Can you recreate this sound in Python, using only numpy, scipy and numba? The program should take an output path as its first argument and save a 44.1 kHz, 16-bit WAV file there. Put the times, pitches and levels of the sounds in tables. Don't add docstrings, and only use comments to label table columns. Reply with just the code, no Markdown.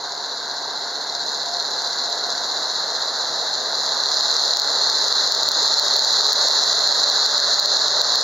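import sys
import numpy as np
from scipy import signal
from scipy.fft import rfft, irfft, next_fast_len
from scipy.io import wavfile
from scipy.ndimage import uniform_filter1d, map_coordinates
from numba import njit

SR = 44100
rng = np.random.default_rng(int(sys.argv[2]) if len(sys.argv) > 2 else 0)


def inscribe(sig):
    pcm = np.round(np.clip(np.atleast_2d(sig).T, -1, 1) * 32767)
    wavfile.write(sys.argv[1], SR, pcm.astype(np.int16))


def field_ratio(decibels):
    return 10 ** (np.asarray(decibels, dtype=float) / 20)


N = 362943

# time in seconds, flail row rate in Hz.
ROTOR = [
    (0, 143.85),
    (1.5, 143.6),
    (3, 142.85),
    (4.5, 142.65),
    (7.3, 142.7),
    (8.23, 143.4),
]
ROW_BITE_DB = [7, 3, 4.5, 3]
# time in seconds, level in dB.
CUTTING = [(0, -30.5), (1, -28.3), (2, -26), (2.9, -25), (3.7, -24.5), (4.25, -21), (4.7, -21.5),
           (5.1, -19.5), (5.4, -20), (5.7, -18.5), (6.2, -18.9), (6.6, -18), (7.4, -19), (7.7, -19),
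           (8.23, -19)]
# time in seconds, dB
BLOWS = [(0.1218, -10), (1.1504, -7.5), (1.921, -18), (2.3042, -4), (2.88, -10), (2.9034, -6.5),
         (3.2114, -6.5), (3.54, -5.5), (3.7557, -7.0), (4.0378, -2), (4.2094, 1), (4.3668, 2.1),
         (4.5144, -6), (4.5372, 0.5), (4.5713, 4.5), (4.5988, 4), (4.619, 1), (4.9, 3),
         (5.0837, 1.9), (5.127, 0), (5.2763, 0.5), (5.3227, 4), (5.35, 3.5), (5.4334, 3.5),
         (5.489, 6), (5.5177, 3), (5.679, 0.5), (5.7414, 2), (5.7975, 5), (5.8839, 0.5),
         (5.9387, -2), (5.9655, 4), (5.9941, 4.5), (6.0485, 4.2), (6.1284, 2), (6.2102, 2.5),
                   (6.2177, 1), (6.2677, 2.5), (6.3225, 0), (6.3315, 5), (6.4246, -2), (6.4852, 4),
                   (6.6377, 0), (6.7306, 1.4), (6.792, 2.5), (6.8754, 2), (7.0004, 0.5), (7.0419, -1),
                   (7.101, 4.5), (7.263, 3.5), (7.3806, 2.5), (7.4017, 2.5), (7.544, 2), (7.5987, 5.0),
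                   (7.6596, 4.0), (7.7709, 2.1), (7.883, 2), (8.0168, 5), (8.1574, 4.5), (8.2126, 2.5)]
BUILD_UP = [0.28, 0.17, 0.13, 0.14, 0.13, 0.09]
# pitch in Hz, density in dB per Hz.
CHOP = [(1410, -58), (2400, -90), (2690, -35), (3000, -40), (3290, -20.5), (3730, -7), (3990, 1), (4140, 3),
        (5090, -11.5), (5980, -14.5), (6990, -13), (7370, -21.5), (7720, -34.5), (8050, -59), (8300, -51.5),
        (10800, -68), (18300, -120)]
# pitch in Hz, density in dB per Hz.
SWISH = [(4590, -32), (7800, -5.5), (8110, -18), (8610, -12), (9110, -15), (10600, 4), (11200, 4.5),
         (13700, -16), (15900, -26)]
# pitch in Hz, density in dB per Hz.
TICK = [(6000, -56), (8300, -14), (10500, -7), (12000, 2.5), (14000, 10.5), (15800, 7)]
# time in seconds, drone level in dB.
DIESEL = [(0, -37), (1.15, -35), (3.3, -33.3), (4.4, -33), (5.8, -31.5), (6.6, -32), (7.5, -33.5),
          (8.23, -31)]
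# pitch in Hz, density in dB per Hz.
DRONE = [(24, -77), (40, -55), (64, -44), (113, -38), (135, -25), (168, -20.5), (296, -16), (336, -16.5),
         (411, -7.5), (684, -1), (736, -2.5), (1640, -6.5), (1970, -12), (2400, -36.5), (3100, -27.5),
         (4030, -47), (6820, -120)]
# pitch in Hz, level in dB.
ENGINE_ORDERS = [(76, -78), (108, -74), (253, -64.5), (290.7, -60), (310, -64)]
# pitch in Hz, loudest moment in seconds, half span in seconds, level in dB.
GEARS = [(698.4, 1.306, 1.6, -43.5), (645, 3.4, .9, -45), (828, 4.6, 0.65, -43.5), (906, 5.62, 1.05, -43.5),
         (588, 6.9, 1.3, -42), (416, 6.3, 1.73, -45)]
# pitch in Hz, density in dB per Hz.
HISS = [(9000, -40), (12000, -14), (13500, 0), (16000, 2)]
# pitch in Hz, left-right likeness from 0 to 1.
ALIKE = [(60, .75), (120, .88), (250, .86), (500, .993), (1000, .984), (2000, .94), (4000, .885),
         (8000, .78), (13000, .6)]
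# pitch in Hz, left minus right in dB.
LEAN = [(60, -.7), (130, -3), (290, -.2), (1000, -1), (2400, 0), (4200, -1.2), (7000, 2), (12000, 1)]
# centre in Hz, half width in Hz, depth in dB.
DEAD_BANDS = [(2410, 60, -6), (2980, 120, -3), (8060, 170, -9), (8960, 80, -3)]

KNOCK_HZ, SHAFT_HZ = 146.285, 15.5
UNBALANCE_DB = .6
HUM_DB, HUM_SHARE, HOOD_DB, HOOD_SHARE, AIR_DB, AIR_SHARE = -37.5, 0.66, -12.5, 0.64, -32, 0.98
TURN_S, TURN_LOSS_DB, DRIFT_DB = 6.5, 1.5, -.12
ROAR_SHARE, ROAR_TOP_HZ = .45, 4700
CEILING_DB, BLOW_GROWS = -3.5, 0.77
RING_HZ = 4150
CRACK, CRACK_HZ = .9, 4900
TICK_DB, TICK_GROWS = -44.5, 3.6
GEAR_FALL_DB = 6
HISS_DB = -70
WIND_CUT_HZ, TOP_HZ = 28, 15800


def unit(x):
    return x / np.sqrt(np.mean(x ** 2) + 1e-20)


def along(points, hz):
    f, v = np.transpose(points)
    return np.interp(np.log(hz + 1), np.log(f + 1), v)


def curves(rows):
    s, *cols = np.transpose(rows)
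    t = np.arange(N) / SR
    return [np.interp(t, s, c) for c in cols]


def wobble(rate):
    knots = rng.standard_normal(int(N * rate / SR) + 4)
    return map_coordinates(knots, [np.arange(N) * rate / SR])


def follower(offset_db, share):
    chop_db, = curves(CUTTING)
    return chop_db.mean() + offset_db + share * (chop_db - chop_db.mean())


def causal(spectrum, size=4096):
    level = field_ratio(along(spectrum, np.fft.rfftfreq(size, 1 / SR)))
    cepstrum = irfft(np.log(level + 1e-6))
    cepstrum[1:size // 2] *= 2
    cepstrum[size // 2 + 1:] = 0
    return irfft(np.exp(rfft(cepstrum)))


def coloured(pair, spectrum):
    size = next_fast_len(N + 8192)
    hz = np.fft.rfftfreq(size, 1 / SR)
    turn = np.arccos(np.clip(along(ALIKE, hz), -1, 1)) / 2
    body = rfft(causal(spectrum), size)
    mid, side = rfft(pair, size) * body * [np.cos(turn), np.sin(turn)]
    lean = field_ratio(along(LEAN, hz) / 2)
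    return irfft([(mid + side) * lean, (mid - side) / lean], size)[:, :N]


def patchy(depth_db):
    z = signal.stft(rng.standard_normal((2, N)), nperseg=512)[2]
    field = uniform_filter1d(rng.standard_normal(z.shape[1:]), size=4, axis=0)
    field = uniform_filter1d(field, size=12, axis=1)
    return signal.istft(z * field_ratio(depth_db * unit(field)), nperseg=512)[1][:, :N]


def spikes(times, db, sides):
    out = np.zeros((2, N))
    out[:, np.round(times * SR).astype(int)] = field_ratio(db) * sides
    return out


def flails():
    passes = np.cumsum(curves(ROTOR)[0]) / SR + 2.86
    passes = passes + 0.16 * wobble(25)
    t = np.arange(N) / SR
    row = np.floor(passes).astype(int).clip(0)
    luck = rng.standard_normal(row.max() + 1).clip(-3, 1.6)
    density = np.clip(1 + .4 * wobble(1.5), 0, 2)
    bite_db = np.take(ROW_BITE_DB, row % 4) * density + 2 * luck[row]
    bites = 0.4 * field_ratio(bite_db) * np.abs(np.sin(np.pi * passes)) ** 6.2
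    knock = np.sin(np.pi * KNOCK_HZ * (t - .00237)) ** 4
    knock = knock * field_ratio(-13 + 2 * wobble(1.51)) * (t - 1.5).clip(0, 1)
    unbalance_db = UNBALANCE_DB * np.cos(np.pi / 2 * (passes - .7))
    return (1 + bites + knock) * field_ratio(unbalance_db)


def snaps(rate, spread_db):
    hit = rng.random(N) < rate / SR
    size = np.minimum(rng.exponential(size=N), 3)
    return hit * field_ratio(spread_db * size) * rng.standard_normal((2, N))


def blows():
    return np.transpose(BLOWS)


def mower():
    chop_db, = curves(CUTTING)
    t = np.arange(N) / SR
    swish_db = follower(AIR_DB, AIR_SHARE) - TURN_LOSS_DB * (t - TURN_S).clip(0)
    pan_db = DRIFT_DB * t
    throb_db = np.cos(2 * np.pi * SHAFT_HZ * (t - .249)) * np.interp(t, [2.5, 5], [1.5, .2])
    bite = flails() * field_ratio(throb_db + 0.49 * wobble(9.7))
    stalks = 0.22 * unit(snaps(rate=1100, spread_db=3.5))
    straw = unit(bite * (patchy(depth_db=0.75) + stalks))

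    blend = (np.sqrt(1 - ROAR_SHARE) - 1) * straw
    blend = blend + np.sqrt(ROAR_SHARE) * field_ratio(throb_db) * patchy(depth_db=0.4)
    roar = signal.sosfiltfilt(signal.butter(4, ROAR_TOP_HZ, fs=SR, output="sos"), blend)

    at, over_db = blows()
    peak_db = CEILING_DB + np.minimum(over_db, BLOW_GROWS * over_db)
    ring_peak = np.abs(causal(CHOP)).max()
    hits = spikes(at - .0004, peak_db + 2.5, [[1], [.8]]) / ring_peak
    crack = CRACK * signal.sosfilt(signal.butter(3, CRACK_HZ, "high", fs=SR, output="sos"), hits)
    hits = sum(share * np.roll(hits, -round(k * SR / RING_HZ), axis=1) for k, share in enumerate(BUILD_UP))

    chop = field_ratio(chop_db + 1.08) * unit(coloured(straw + roar, CHOP))
    chop = chop + coloured(hits + crack, CHOP)
    air = coloured(straw / field_ratio(throb_db), SWISH)
    hit_air = 4.8 * coloured(hits * ring_peak / field_ratio(chop_db), SWISH)
    swish = field_ratio(swish_db + 2.0) / air.std() * (air + hit_air)
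    return (chop + swish) * field_ratio(np.outer([.5, -.5], pan_db - pan_db.mean()))


def overload():
    at, over_db = blows()
    tick_db = TICK_DB + TICK_GROWS * np.minimum(over_db, 2 * over_db)
    luck = rng.standard_normal((len(at), 2)).T
    sides = field_ratio(4 * luck.clip(-2, 1) + [[-3], [3]])
    ticks = spikes(at - .00005, tick_db + 14.5, sides)
    ticks += 0.49 * np.roll(ticks, -5, axis=1) - .5 * np.roll(ticks, 6, axis=1)
    return signal.fftconvolve(ticks, causal(TICK)[None], axes=1)[:, :N]


def tone(hz, db, drift_hz, flutter_db):
    phase = 2 * np.pi * np.cumsum(hz + drift_hz * wobble(12)) / SR
    return np.sqrt(2) * field_ratio(db + flutter_db * wobble(9)) * np.sin(phase)


def whine(hz, at, span, db):
    speed, = curves(ROTOR)
    speed_then = np.interp(at, *np.transpose(ROTOR))
    fall_db = GEAR_FALL_DB * ((np.arange(N) / SR - at) / span) ** 4
    return tone(hz * speed / speed_then, db - fall_db, drift_hz=4, flutter_db=3)


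def tractor():
    low_db, = curves(DIESEL)
    high_db = follower(HOOD_DB, HOOD_SHARE)
    drone = unit(coloured(patchy(depth_db=0.76), DRONE))
    bounce = np.interp(np.arange(N) / SR, [1.5, 4.5], [.3, .02])
    drone = drone - bounce * np.roll(drone, round(SR / 625), axis=1)
    high = signal.sosfiltfilt(signal.butter(2, 1000, "high", fs=SR, output="sos"), drone)
    body = field_ratio(low_db - 1.97) * unit(drone - high) + field_ratio(high_db + 0.58) * unit(high)

    near_db = uniform_filter1d(low_db - low_db.mean(), SR)
    tones = sum(tone(hz, db + near_db, drift_hz=1.27, flutter_db=2.5) for hz, db in ENGINE_ORDERS)
    tones += tone(*curves(ROTOR), follower(HUM_DB, HUM_SHARE), drift_hz=0.4, flutter_db=2.1)
    tones += sum(whine(*gear) for gear in GEARS)
    return body + tones


def hiss():
    return field_ratio(HISS_DB) * unit(coloured(rng.standard_normal((2, N)), HISS))


def scene():
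    return mower() + tractor() + hiss()


@njit
def stepped_gain(peak, top, attack, recover):
    gain, g = np.empty(len(peak)), 1.0
    for i in range(len(peak)):
        g += (1 - g) * recover
        if peak[i] * g > top:
            g -= (g - top / peak[i]) * attack
        gain[i] = g
    return gain


def top_cut(x):
    return signal.sosfilt(signal.butter(12, 16830, fs=SR, output="sos"), x)


def record(dry):
    crest = np.abs(signal.hilbert(dry, next_fast_len(N)))[:, :N].max(axis=0)
    gain = stepped_gain(crest, field_ratio(-6.0), 0.17, 1 / (0.026 * SR))
    gain = uniform_filter1d(gain, size=16)
    hz = np.fft.rfftfreq(N, 1 / SR)
    port = field_ratio(sum(depth_db / (1 + ((hz - centre) / width) ** 6) for centre, width, depth_db in DEAD_BANDS))
    wind_cut = hz ** 2 / (hz ** 2 + WIND_CUT_HZ ** 2)
    heard = rfft(dry * gain) * port * wind_cut + rfft(overload())
    return top_cut(irfft(heard * (hz < TOP_HZ), N))


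dry = scene()
out = record(dry)
inscribe(out)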